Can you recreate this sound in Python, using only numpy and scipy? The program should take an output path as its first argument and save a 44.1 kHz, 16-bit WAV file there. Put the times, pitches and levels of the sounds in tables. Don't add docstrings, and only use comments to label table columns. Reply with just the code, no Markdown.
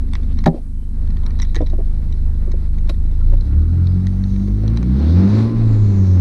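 import sys
import numpy as np
from scipy import signal
from scipy.fft import rfft, irfft, next_fast_len
from scipy.io import wavfile
from scipy.ndimage import uniform_filter1d, minimum_filter1d

SR = 44100
rng = np.random.default_rng(int(sys.argv[2]) if len(sys.argv) > 2 else 0)


def digitize_waveform(pressure):
    field = np.atleast_2d(pressure).T
    bounded = np.clip(field, -1, 1)
    quanta = np.round(bounded * 32767).astype(np.int16)
    wavfile.write(sys.argv[1], SR, quanta)


N = 273640
T = np.arange(N) / SR
IDLE_HZ = 25.5

# level at idle in dB, rise in dB per Hz of firing rate above idle,
# dB added at full throttle, power to which the throttle opening is raised.
EXHAUST_LAW = (-42.5, 0.1489, 8.5, 0.8)


def boom(hz, phase, throttle, waver_db=0.58, uneven_db=1.5, slip=0.085):
    # level at idle in dB, dB added well off idle, dB added at full throttle.
    order_levels = [(1, 1, -0.5), (-4, -4, 11), (-12, 4, 6), (-27, 20, 0)]
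    # frequency in Hz, gain in dB.
    cabin_booms = [(25, -17), (28, -12), (30, -13), (33, -21.5), (40, -18), (45, -26.5), (49, -20.5),
                   (58, -18.5), (74, -11.5), (90, -10.5), (98, -16), (110, -13), (117, -25), (131, -17.5),
                   (150, -34), (172, -19), (195, -13), (208, -20.5), (228, -20), (262, -25), (340, -34.5),
                   (395, -29), (450, -44.5)]
    pull_hz = 22.6
    pulling = np.clip((hz - IDLE_HZ) / pull_hz, 0, 1)
    out = 0
    for order, (idle_db, pull_db, throttle_db) in enumerate(order_levels, 1):
        db = idle_db + pull_db * pulling + throttle_db * throttle
        db = db + waver_db * walk(5) + uneven_db * walk(25)
        angle = 2 * np.pi * (order * phase + rng.random()) + slip * walk(12)
        swing = np.sqrt(2) * np.sin(angle)
        out = out + undb(db) * response(order * hz, cabin_booms) * swing
    return out


def overtones(hz, phase, whole_db=7.0, half_db=-3.5, fall_db=1.72, count=20):
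    # frequency in Hz, gain in dB.
    cabin = [(60, -5.5), (130, 9), (160, 6), (191, 11), (215, 0.5), (275, 5), (365, -2), (440, -21),
             (540, -12.5), (680, -31), (1050, -13.5), (1600, -24), (2400, -26)]
    rough_db, slip = 2.5, 0.15
    spread = 0.5
    out = 0
    whole = [(k, whole_db) for k in range(5, count)]
    halves = [(k + .5, half_db) for k in range(2, count)]
    for order, db in whole + halves:
        swing = np.cos(2 * np.pi * (order * phase + spread * rng.random()) + slip * walk(12))
        level = undb(db - fall_db * order + rough_db * walk(4.8))
        out = out + level * response(order * hz, cabin) * swing
    return out


def rocking(hz, phase, level_db=-17.0, crank_db=-28.0, coast_hz_s=35.):
    cylinders, mount_hz, width_hz = 4, 27.3, 1.8
    slowing = -np.gradient(uniform_filter1d(hz, SR // 10)) * SR
    overrun = np.clip(slowing / coast_hz_s, 0, 1)
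    mounts = 1 / (1 + ((hz / cylinders - mount_hz) / width_hz) ** 2)
    cycle = undb(level_db) * np.sin(2 * np.pi * phase / cylinders)
    crank = undb(crank_db) * np.sin(np.pi * phase)
    return overrun * mounts * (cycle + crank)


def engine_noise(hz, phase, throttle, rumble_db=0.66, puff=0.38, tick=0.16, flicker_db=1.5):
    valve_law, intake_law = (-53.5, 0.1371, 8, 1.7), (-64.5, 0.1361, 8.5, 2.5)
    # frequency in Hz, relative density in dB.
    gas_colour, valve_colour, intake_colour = [(20, -5.5), (45, -2), (90, -4), (140, -5.5), (190, 2),
                                               (250, 0), (320, -2.5), (380, -7), (450, -14), (650, -29.5),
                                               (1000, -56.5)], [(290, -30), (500, 6), (528, -3.5),
                                                               (704, -1.5), (755, -7), (816, -3), (983, -8),
                                                               (1060, -5.5), (1170, -7.5), (1760, -11.5),
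                                                               (2190, -13.5), (2800, -20), (3200, -24),
                                                               (4160, -52.5), (7040, -120)], [(1650, -34.5), (2800, -19),
                                                                               (3290, -4.5), (3820, 3),
                                                                               (4250, 4), (4400, 0.5),
                                                                               (4490, -1), (6160, -7.5),
                                                                               (7140, -17), (7530, -23.5),
                                                                               (8740, -18.5),
                                                                               (10300, -24.5),
                                                                               (11400, -31.5), (12900, -24),
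                                                                               (14000, -28.5)]
    gas_db = effort_db(EXHAUST_LAW, hz, throttle) + rumble_db
    valve_db = effort_db(valve_law, hz, throttle) + flicker_db * walk(25)
    intake_db = effort_db(intake_law, hz, throttle) + flicker_db * walk(25)
    beat = np.cos(2 * np.pi * phase)
    turn = np.cos(np.pi * phase)
    gas = undb(gas_db) * noise(gas_colour) * (1 + puff * beat)
    valves = undb(valve_db) * noise(valve_colour)
    intake = undb(intake_db) * noise(intake_colour)
    return gas + (valves + intake) * (1 + tick * (beat + turn) / 2)


def turbo(width_hz=1500.):
    # time in seconds, centre in Hz, level in dB.
    whoosh = [(0, 3004, -89), (4.85, 3137, -73.5), (5.1, 3894, -47.5), (5.3, 6112, -62), (5.4, 7420, -61.5),
              (5.52, 8068, -87), (5.7, 7117, -62), (6.08, 5865, -55), (6.2, 5708, -56)]
    hz, db = curves(whoosh)
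    return undb(db) * rush(hz, width_hz)


def bump():
    # start in seconds, peak in dB, contact time in ms.
    impacts = [(.4610, 1, 0.2), (.4630, 11.5, 0.87), (.4745, 2, 0.53), (.4810, 5, 2.2)]
    # frequency in Hz, level in dB, 60 dB decay time in seconds.
    trim_modes = [(163.3, 1, 0.12), (238.6, 1, 0.19), (294, -7, 0.059), (310.6, -5.5, 0.2),
                  (391.4, -7.5, 0.17), (545, -9.5, 0.12), (628, 6, 0.094), (680, 8.5, 0.041),
                  (801, 0.5, 0.096), (951, -9, 0.07), (1007, -6, 0.072), (1167, 0, 0.021),
                  (1344, -18, 0.072), (1720, 1.5, 0.044), (1857, -3, 0.029), (2090, -6, .04),
                  (2360, -19, 0.028), (4000, -24, 0.018), (4670, -2, .03)]
    return blows(impacts, trim_modes, scatter=0.0033, grit=0.68, grit_t60_s=0.086)


def knocks():
    # start in seconds, peak in dB, contact time in ms.
    finger_hits = [(.543, -9.5, 1.4), (1.563, -21, 0.72), (1.605, -10.5, 0.69), (1.621, -14, 0.98),
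                   (1.732, -21.5, 0.65), (1.785, -22.5, 1.3), (1.802, -25.5, 0.65), (2.475, -27, 0.99),
                   (2.538, -22.5, 2.1), (2.893, -23, 0.11), (2.899, -23, 0.23), (3.321, -28, 0.38),
                   (3.335, -25, 0.21), (4.475, -29.5, 0.19), (4.634, -22.5, 1.1)]
    # frequency in Hz, level in dB, 60 dB decay time in seconds.
    grip_modes = [(329.5, 5.5, 0.059), (417, 3, 0.066), (596, 2.5, 0.07), (697, -2, 0.057),
                  (1015, -8.5, 0.073), (1330, -17.5, 0.042), (1890, -18, 0.0039)]
    return blows(finger_hits, grip_modes, scatter=0.095, grit=1.0, grit_t60_s=0.062)


def creaks(gain_db=3.5, grit_t60_s=0.029, tail_db=-24.0, tail_t60_s=0.2, top_db=-7.5, rise_s=0.00063):
    # start in seconds, level in dB before gain_db, low part in dB relative to
    # the middle part, top part in dB before top_db, ring length as a factor.
    sharp_clicks = [(0.1341, -31, 2.5, 0.5, 0.66), (0.1526, -28, 3.5, -9, 0.74),
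                    (.3878, -34.5, -0.5, -6, 1.05), (0.4397, -34, 6.5, -4, 1.4), (0.4584, -23, 5, -10, 2.4),
                    (0.474, -21, 0, -21, .9), (.4814, -33, 1, -5, .8), (1.263, -32, -2, -3, 0.66),
                    (1.3896, -36.5, 2, -3, 0.65), (1.3988, -28, -1, -13, 0.64),
                    (1.4191, -29.5, -0.5, 8, 1.25), (1.4273, -36.5, 7.5, -16, 0.53),
                    (1.546, -33, 7, 2, 0.62), (1.5555, -28, 0, 3.5, 0.71), (1.5626, -24, -1, -8, 0.8),
                    (1.6625, -38.5, -11, -25, .8), (1.698, -45, -5, -5, 2.4), (2.1243, -40, -4.5, -4, 1.17),
                    (2.5166, -39, 0.5, 2, 1.6), (2.893, -31.5, -5, -9, 0.58), (2.8987, -31.5, -7, -5, 1.7),
                    (3.4084, -38.5, -23, -9, 0.71), (3.8702, -34, -9, -12.5, 0.74),
                    (4.0684, -34, 0.5, 2.5, 0.91), (4.238, -35.5, -4.5, -27, .8),
                    (4.361, -45, 6.5, -16, 0.92), (4.6782, -32.5, -14, -11, .73),
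                    (4.7719, -30.5, 2, -4, 0.88), (4.8281, -39.5, 9, 3, 0.73)]
    # frequency in Hz, mean level in dB, 60 dB decay time in seconds at factor 1.
    case_modes = [(1040, 1, 0.0086), (1570, -9.5, 0.0056), (1880, -7.5, 0.031), (2280, -7.5, 0.019),
                  (3280, -8.5, 0.0091), (3854, 1, 0.02), (4210, -4, 0.018), (4950, -13, 0.024),
                  (5530, -4.5, 0.018), (6170, 6.5, 0.0094), (7400, -1, 0.0068), (8460, -4, 0.01),
                  (11600, -26, 0.0092)]
    grit, uneven_db = 0.45, 3.5
    edges_hz = ((700, 2800), (3200, 4800), (5200, 11000))
    bands = [signal.butter(3, edges, "band", fs=SR, output="sos") for edges in edges_hz]
    out = np.zeros(N)
    for s, db, low, top, length in [*sharp_clicks, *faint_clicks()]:
        modes = [(hz, mode_db + uneven_db * rng.standard_normal(), t60 * max(length, .2))
                 for hz, mode_db, t60 in case_modes]
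        click = ring(modes, scatter=.035) + grit * crack(grit_t60_s) + undb(tail_db) * crack(tail_t60_s)
        onset = 1 - np.exp(-T[:len(click)] / rise_s)
        click = signal.fftconvolve(click * onset, slips())
        for band, part_db in zip(bands, (low, 0, top + top_db)):
            part = signal.sosfilt(band, click)
            add(out, s, undb(gain_db + db + part_db) * part / np.abs(part).max())
    return out


def faint_clicks(spread_db=2.5, low_db=2.5, top_db=-7.5, length=1.0, count=7):
    # start in seconds, end in seconds, mean level in dB before the creaks' gain.
    grip_shifts = [(0.051, 0.446, -51), (1.048, 1.386, -46), (1.402, 1.715, -45.5), (2.697, 3.393, -49),
                   (4.31, 4.897, -50)]
    clicks = []
    for start, end, db in grip_shifts:
        for k in range(count):
            s = start + (end - start) * (k + rng.random()) / count
            clicks.append((s, db + spread_db * rng.standard_normal(), low_db, top_db, length))
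    return clicks


def slips(after_db=-26., within_s=0.019, count=3):
    push = np.zeros(SR // 4)
    push[0] = 1
    for delay, size in rng.random((count, 2)):
        push[int(delay * min(within_s, .2) * SR)] += 2 * size * undb(after_db)
    return push


def rubs_and_swells():
    # middle in seconds, length in seconds, centre in Hz, width in Hz, level in dB.
    noise_bands = [(0.313, .058, 2590, 3000, -56), (.55, 1.55, 227.5, 71, -33.5),
                   (.551, 0.078, 505, 430, -27), (0.565, 0.074, 3020, 4000, -51),
                   (0.813, .12, 3070, 54, -61.5), (1.266, .1, 708, 1400, -47),
                   (1.426, 0.018, 5620, 340, -37.5), (1.457, .25, 3940, 557, -58),
                   (1.574, 0.036, 1880, 250, -38), (2.898, .012, 2290, 4400, -34),
                   (3.216, 0.043, 1180, 470, -50.5), (3.642, .18, 194, 12.5, -27.5),
                   (3.752, 0.57, 1335, 270, -56.5), (3.91, .074, 4890, 160, -62),
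                   (4.338, 0.5, 6030, 1210, -62.5), (5.364, .06, 4302, 900, -47)]
    out = 0
    for s, length, hz, width, db in noise_bands:
        envelope = np.exp(-(2 * (T - s) / length) ** 2)
        out = out + undb(db) * envelope * rush(hz, width)
    return out


def sway(level_db=-30.0, swell_db=2.5):
    rumble = noise([(8, -6.5), (22, -14), (45, -14.0), (70, -6), (100, -19.5)])
    return undb(level_db + swell_db * walk(9.2)) * rumble


def effort_db(law, hz, throttle):
    idle_db, db_per_hz, throttle_db, power = law
    return idle_db + db_per_hz * (hz - IDLE_HZ) + throttle_db * np.maximum(throttle, 0) ** power


def blows(hits, modes, scatter, grit, grit_t60_s):
    out = np.zeros(N)
    for s, db, contact_ms in hits:
        age = T[:SR // 100] * 1000 / max(contact_ms, .05)
        push = age * np.exp(-np.pi * age)
        blow = signal.fftconvolve(ring(modes, scatter) + grit * crack(grit_t60_s), push)
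        add(out, s, undb(db) * blow / np.abs(blow).max())
    return out


def ring(modes, scatter):
    t = T[:SR // 4]
    out = 0
    for k, (hz, db, t60) in enumerate(modes):
        detuned_hz = hz * (1 + scatter * rng.standard_normal())
        out = out + (-1) ** k * undb(db - 60 * t / t60) * np.sin(2 * np.pi * detuned_hz * t)
    return out


def crack(t60_s):
    t = T[:SR // 4]
    return rng.standard_normal(len(t)) * undb(-60 * t / t60_s)


def rush(hz, width_hz):
    lowpass = signal.butter(3, width_hz / 2, fs=SR, output="sos")
    air = signal.sosfilt(lowpass, rng.standard_normal((2, N)))
    carrier = np.exp(2j * np.pi * np.cumsum(hz * np.ones(N)) / SR)
    return unit(np.real((air[0] + 1j * air[1]) * carrier))


def noise(points):
    size = next_fast_len(N)
    hz = np.arange(size // 2 + 1) * SR / size
    gain = response(hz, points) / (1 + (hz / (2 * points[-1][0])) ** 4)
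    return unit(irfft(rfft(rng.standard_normal(size)) * gain, size)[:N])


def response(hz, points):
    f, db = np.transpose(points)
    return undb(np.interp(np.log(np.maximum(hz, 1)), np.log(f), db))


def walk(rate):
    k = max(int(SR / rate), 1)
    steps = np.repeat(rng.standard_normal(N // k + 1), k)
    return unit(uniform_filter1d(steps, k)[:N])


def curves(rows):
    s, *columns = np.transpose(rows)
    return [np.interp(T, s, c) for c in columns]


def undb(db):
    return 10 ** (np.asarray(db) / 20)


def unit(x):
    return x / np.sqrt(np.mean(x ** 2))


def add(out, s, sound):
    i = int(s * SR)
    out[i:i + len(sound)] += sound[:N - i]


def scene():
    # time in seconds, firing rate in Hz.
    speed = [(0, 25.1), (.4, 25.25), (1.4, 26.13), (2.25, 24.9), (3.1, 26.23), (3.23, 27.2), (3.4, 30.25),
             (3.53, 36.3), (3.75, 43.1), (4.02, 46.15), (4.4, 48.88), (4.62, 51.82), (4.84, 59.36),
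             (4.95, 65.93), (5.14, 85.72), (5.28, 100.2), (5.38, 109.1), (5.52, 115.2), (5.79, 105.5),
             (6.0, 96.1), (6.2, 89.3)]
    # time in seconds, throttle opening from 0 to 1.
    pedal = [(3.15, 0), (3.4, 0.04), (3.58, 0.39), (4.15, 0.05), (4.5, 0.27), (4.8, 0.55), (5.02, 0.93),
             (5.38, 0.91), (5.58, 0.09), (5.95, 0.09), (6.2, 0.14)]
    (hz,), (throttle,) = curves(speed), curves(pedal)
    phase = np.cumsum(hz) / SR
    exhaust = undb(effort_db(EXHAUST_LAW, hz, throttle)) * overtones(hz, phase)
    engine = boom(hz, phase, throttle) + exhaust + rocking(hz, phase) + engine_noise(hz, phase, throttle)
    handling = bump() + knocks() + creaks() + sway()
    return (engine + turbo() + handling + rubs_and_swells())[None]


def limiter(x, ceiling=0.85, hold_s=0.36, release_s=0.19, deepest_db=-8.0):
    need = np.clip(ceiling / np.maximum(np.abs(x), 1e-9), undb(deepest_db), 1)
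    hold, release = int(hold_s * SR) | 1, int(release_s * SR) | 1
    held = minimum_filter1d(need, hold, origin=hold // 2, mode="nearest")
    released = uniform_filter1d(held, release, origin=release // 2, mode="nearest")
    gain = np.minimum(held, released)
    ahead = SR // 300
    eased = uniform_filter1d(minimum_filter1d(gain, ahead), ahead)
    return np.clip(x * eased, -ceiling, ceiling)


def record(dry, hiss_db=-65.0, top_hz=15000):
    # frequency in Hz, relative density in dB.
    hiss_colour = [(300, -2.5), (3000, -6.5), (7500, -6), (8600, 1), (10500, -4), (12000, -8.5),
                   (15000, -14.5)]
    sound = limiter(dry[0]) + undb(hiss_db) * noise(hiss_colour)
    lowpass = signal.ellip(8, .2, 70, top_hz, fs=SR, output="sos")
    return signal.sosfilt(lowpass, sound)[None]


dry = scene()
out = record(dry)
digitize_waveform(out)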